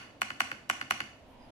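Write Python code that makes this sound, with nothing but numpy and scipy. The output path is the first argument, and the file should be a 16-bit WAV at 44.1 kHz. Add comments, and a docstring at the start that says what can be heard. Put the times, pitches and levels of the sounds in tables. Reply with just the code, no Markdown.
"""A small live room rings out from an earlier tap, then a finger taps a keyboard's spacebar four times.
Each mechanical press, heard close up, ticks and bottoms out: a plastic crack, a short ring of bar,
plate and case, and a thud in the wooden desk. On each release the spring knocks the bar against its top
stop. Under it lies quiet room tone; as the hand lifts, skin brushes faintly and a soft low rush swells."""
import sys
import numpy as np
from scipy import signal
from scipy.fft import rfft, irfft
from scipy.io import wavfile

SR = 44100
rng = np.random.default_rng(int(sys.argv[2]) if len(sys.argv) > 2 else 0)


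def waveform_to_disk(signal):
    """Save audio, clipped to [-1, 1], as 16-bit WAV at the path in sys.argv[1]."""
    frames = np.transpose(np.atleast_2d(signal))
    scaled = np.clip(frames, -1, 1) * 32767
    samples = np.round(scaled).astype(np.int16)
    wavfile.write(sys.argv[1], SR, samples)


N = 68355

# the bar bottoms out: (time [s], level [dB], brightness [dB/octave])
PRESSES = [(-.115, 1, -1), (0.2169, -2, 1), (0.4042, 0, 1), (0.698, -0.5, 0.5), (0.908, 0, 0.67)]
# the bar hits its top stop: (time [s], level [dB], brightness [dB/octave])
RELEASES = [(-.02, -1, 1), (0.3036, -0.5, -2), (0.5151, 0.5, -2.5), (0.8126, 1.5, -1.5), (1.0038, 3, -1)]
# ring of bar, plate and case:
# (frequency [Hz], t60 [s], press level [dB], release level [dB], left minus right [dB])
BODY_MODES = [(542, 0.034, -42, -48.5, 5), (683, 0.037, -28.5, -59, -2), (800, 0.033, -26.5, -44, -4.5),
              (914, 0.022, -32, -47.5, -17), (1103, 0.02, -19, -36, 0), (1358.4, 0.019, -17.5, -28.5, -8.5),
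              (1491, 0.017, -15.5, -26, -10), (1758, 0.024, -18, -27, 3), (1924, 0.013, -22, -36.5, -15.5),
              (2143, .012, -20, -29, -14.5), (2525, 0.016, -23, -31, -4), (2900, 0.018, -22, -31, 7),
              (3517, 0.024, -36, -41.5, -4), (4485, 0.015, -33, -34.5, -6.5)]
# thud of the desk: (frequency [Hz], t60 [s], press level [dB], release level [dB])
DESK_MODES = [(95, 0.36, -53, -58.5), (132, 0.2, -52.5, -49.5), (216.5, 0.18, -43, -49),
              (265, 0.19, -47, -49.5), (330.4, 0.21, -43.5, -47)]
# crack of plastic on plastic: (frequency [Hz], relative level [dB])
CRACK_SPECTRUM = [(400, -27), (1000, -2.5), (2800, 1.5), (3600, -4.5), (4300, 1.5), (5300, -12.5),
                  (6000, -3.5), (7600, -7), (8600, -11.5), (10000, -5), (12500, -10.5), (16000, -26)]
# tick of the switch: (frequency [Hz], relative level [dB])
TICK_SPECTRUM = [(500, -24.5), (2200, -2.5), (4500, 0), (6500, -9.5), (12500, -7), (16000, -13.5)]
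# colour of the reverb: (frequency [Hz], relative level [dB])
REVERB_SPECTRUM = [(80, -46), (250, -1), (450, -3), (800, -2.5), (1500, -4), (2400, 0), (2900, -0.5),
                   (3700, 1), (4800, 4), (6500, 3.5), (10000, -2), (15000, -10)]
# brushes of skin: (peak time [s], length [s], level [dB], centre [Hz], half-width [octaves])
BRUSHES = [(1.197, 0.096, -86, 11100, 0.13), (1.308, 0.052, -77, 11240, 0.34),
           (1.432, 0.059, -70.5, 4940, .04), (1.446, 0.0069, -67, 1770, 0.56),
           (1.466, 0.15, -81, 10500, 0.14)]
# soft low rush: (frequency [Hz], relative level [dB])
RUSH_SPECTRUM = [(30, 7), (70, 1.5), (190, -17.5), (255, 9.5), (390, -28.5), (520, -6.5), (980, 1),
                 (1300, -22), (3000, -12.5), (5000, -37.5), (14000, -52.5)]
# swell of the rush: (time [s], level [dB])
RUSH_SWELL = [(.95, -89.5), (1.15, -80), (1.26, -62), (1.35, -57), (1.5, -56.5)]
# steady room tone: (frequency [Hz], relative level [dB])
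ROOM_TONE_SPECTRUM = [(25, -12), (60, -2.5), (110, -1.5), (190, -5.5), (260, 1.5), (400, -8.5), (600, -3),
                      (1200, -15), (2800, -21.5), (4000, -24.5), (7000, -34), (15000, -46.5)]

TICK_DB, TICK_LEAD_S, TICK_T60_S = -43, .0054, 0.043
PRESS_CRACK_DB, RELEASE_CRACK_DB, CRACK_T60_S, CRACK_PAN_DB = -24.5, -39.5, 0.018, 0.5
CRACK_FRESH = 0.49  # gain of the crack noise that is new on every hit
MODE_SCATTER_DB, MODE_DETUNE, DESK_DETUNE = .4, .004, .01  # random spread from hit to hit
RIGHT_LAG_S, LAG_FROM_HZ = 0.00036, 1190  # highs reach the right late; lows come from the whole case
RADIATION_HZ = 424  # the small bar radiates little below this
ATTACK_S, DESK_RISE_S = .00008, .01
TAIL_DB, TAIL_T60_S, TREBLE_T60_S, TAIL_PREDELAY_S, TAIL_BUILD_S = -8, 0.5, 0.51, 0.0046, .025
ECHO_DB, ECHO_S, ECHO_WIDTH_S = -9.5, 0.012, .003
ROOM_TONE_DB = -56.5
PREROLL_S, STOP_S, TOP_HZ = .2, 1.507, 16000


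def spacebar(t):
    """All presses and releases; each kind of hit keeps its own grain of dense high modes."""
    out, size = np.zeros((2, len(t))), 2 ** 14
    for stroke, hits in ((press, PRESSES), (release, RELEASES)):
        grain = noise(CRACK_SPECTRUM, size)
        for start, db, brightness in hits:
            first = np.searchsorted(t, start - .01)  # open early for the tick
            span = slice(first, first + size)
            out[:, span] += undb(db) * stroke(t[span] - start, grain, brightness)
    return out


def press(t, grain, brightness):
    """The switch ticks faintly, then the bar lands."""
    tick = undb(TICK_DB) * noise(TICK_SPECTRUM, len(t)) * envelope(t + TICK_LEAD_S, TICK_T60_S)
    return tick + knock(t, grain, brightness, PRESS_CRACK_DB, level_column=0)


def release(t, grain, brightness):
    """The spring throws the bar back against its stop."""
    return knock(t, grain, brightness, RELEASE_CRACK_DB, level_column=1)


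def knock(t, grain, brightness, crack_db, level_column):
    """One hit: ring and crack of the plastic, thin in the bass, over the thud of the desk."""
    plastic = body_ring(t, brightness, level_column) + crack(t, grain, crack_db + brightness)
    low_cut = signal.butter(2, RADIATION_HZ, "highpass", fs=SR, output="sos")
    return signal.sosfilt(low_cut, plastic) + desk_thud(t, level_column)


def body_ring(t, brightness, level_column):
    """Bar, plate and case ring in short modes of alternating polarity."""
    out = 0
    for k, (hz, t60, *levels, pan_db) in enumerate(BODY_MODES):
        tilt_db = brightness * np.log2(hz / 1500)
        db = levels[level_column] + tilt_db + MODE_SCATTER_DB * rng.standard_normal()
        lag = RIGHT_LAG_S / (1 + (LAG_FROM_HZ / hz) ** 4)
        mode = ring(lag_right(t, lag), hz * (1 + MODE_DETUNE * rng.standard_normal()), t60)
        out = out + (-1) ** k * undb(db) * pan(pan_db) * mode
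    return out


def crack(t, grain, db):
    """Plastic meets plastic in a snap of noise: part repeating grain, part new."""
    burst = np.sqrt(1 - CRACK_FRESH ** 2) * grain + CRACK_FRESH * noise(CRACK_SPECTRUM, len(t))
    return undb(db) * pan(CRACK_PAN_DB) * burst * envelope(lag_right(t, RIGHT_LAG_S), CRACK_T60_S)


def desk_thud(t, level_column):
    """The desk's low modes bloom more slowly and outlast the plastic."""
    thud = sum(undb(levels[level_column]) * ring(t, hz * (1 + DESK_DETUNE * rng.standard_normal()), t60)
               for hz, t60, *levels in DESK_MODES)
    return thud * (1 - np.exp(-np.maximum(t, 0) / DESK_RISE_S))


def room(x):
    """The small room answers with a cluster of early reflections and a diffuse tail."""
    t = np.arange(2 ** 15) / SR
    wash = diffuse(noise(REVERB_SPECTRUM, len(t)), wide_hz=516)
    low = signal.sosfiltfilt(signal.butter(2, 5000, fs=SR, output="sos"), wash)
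    tail = low * envelope(t, TAIL_T60_S) + (wash - low) * envelope(t, TREBLE_T60_S)
    tail *= np.clip((t - TAIL_PREDELAY_S) / TAIL_BUILD_S, 0, 1)
    echoes = diffuse(noise(REVERB_SPECTRUM, len(t)), wide_hz=503)
    echoes *= np.exp(-.5 * ((t - ECHO_S) / ECHO_WIDTH_S) ** 2)
    response = sum(undb(db) * part / np.sqrt(np.sum(part ** 2) / 2)
                   for db, part in ((TAIL_DB, tail), (ECHO_DB, echoes)))
    send = .5 * x.mean(axis=0) + .5 * x  # half the stereo width
    return signal.fftconvolve(send, response, axes=1)[:, :x.shape[1]]


def hand(t):
    """Skin brushes in faint swells of band noise as the hand moves away."""
    out = 0
    for when, length, db, hz, width in BRUSHES:
        band = [(hz * 2 ** (step * width), skirt_db)
                for step, skirt_db in ((-2, -40), (-1, -6), (0, 0), (1, -6), (2, -40))]
        swell = np.exp(-2 * ((t - when) / length) ** 2)
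        out = out + undb(db) * noise(band, len(t)) * swell
    return out


def background(t):
    """Quiet room tone and a soft low rush that swells toward the end, both leaning right."""
    swell = undb(np.interp(t, *np.array(RUSH_SWELL).T))
    rush = swell * noise(RUSH_SPECTRUM, len(t))
    room_tone = undb(ROOM_TONE_DB) * noise(ROOM_TONE_SPECTRUM, len(t))
    return diffuse(room_tone + rush, wide_hz=940) * pan(db=-2.0)


def ring(t, hz, t60):
    """One struck mode: a dying sine."""
    return np.sin(2 * np.pi * hz * t) * envelope(t, t60)


def envelope(t, t60):
    """Sharp attack at t = 0, then a decay of 60 dB in t60 seconds."""
    t = np.maximum(t, 0)
    return (1 - np.exp(-t / ATTACK_S)) * np.exp(-np.log(1000) * t / t60)


def noise(spectrum, size):
    """Unrelated left and right noise of rms 1, coloured by the spectrum."""
    hz, db = np.array(spectrum).T
    f = np.maximum(np.fft.rfftfreq(size, 1 / SR), 1)
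    colour = undb(np.interp(np.log(f), np.log(hz), db))
    x = irfft(rfft(rng.standard_normal((2, size))) * colour, size)
    return x / x.std()


def diffuse(x, wide_hz):
    """Pulls the bass toward mono and leaves the treble wide."""
    f = np.fft.rfftfreq(x.shape[1], 1 / SR)
    coherence = .9 / (1 + (f / wide_hz) ** 2)
    mid, side = rfft(x) * np.sqrt([1 + coherence, 1 - coherence]) / np.sqrt(2)
    return irfft(np.array([mid + side, mid - side]), x.shape[1])


def lag_right(t, seconds):
    """Left and right time axes, the right one late."""
    return t - np.array([[0], [seconds]])


def pan(db):
    """Stereo gains with the left louder by db."""
    return undb(np.array([[db], [-db]]) / 2)


def undb(db):
    """Decibels to gain."""
    return 10 ** (np.asarray(db) / 20)


def scene():
    """The spacebar in its room; the pre-roll holds the earlier tap, so only its tail is heard."""
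    t = np.arange(-int(PREROLL_S * SR), N) / SR
    taps = spacebar(t)
    return (taps + room(taps))[:, -N:] + background(t[-N:]) + hand(t[-N:])


def record(dry):
    """A 3 ms fade to silence just before the end, and a steep high cut."""
    gate = np.clip((STOP_S - np.arange(N) / SR) / .003, 0, 1)
    high_cut = signal.ellip(8, .2, 70, TOP_HZ, fs=SR, output="sos")
    return signal.sosfilt(high_cut, dry * gate)


dry = scene()
out = record(dry)
waveform_to_disk(out)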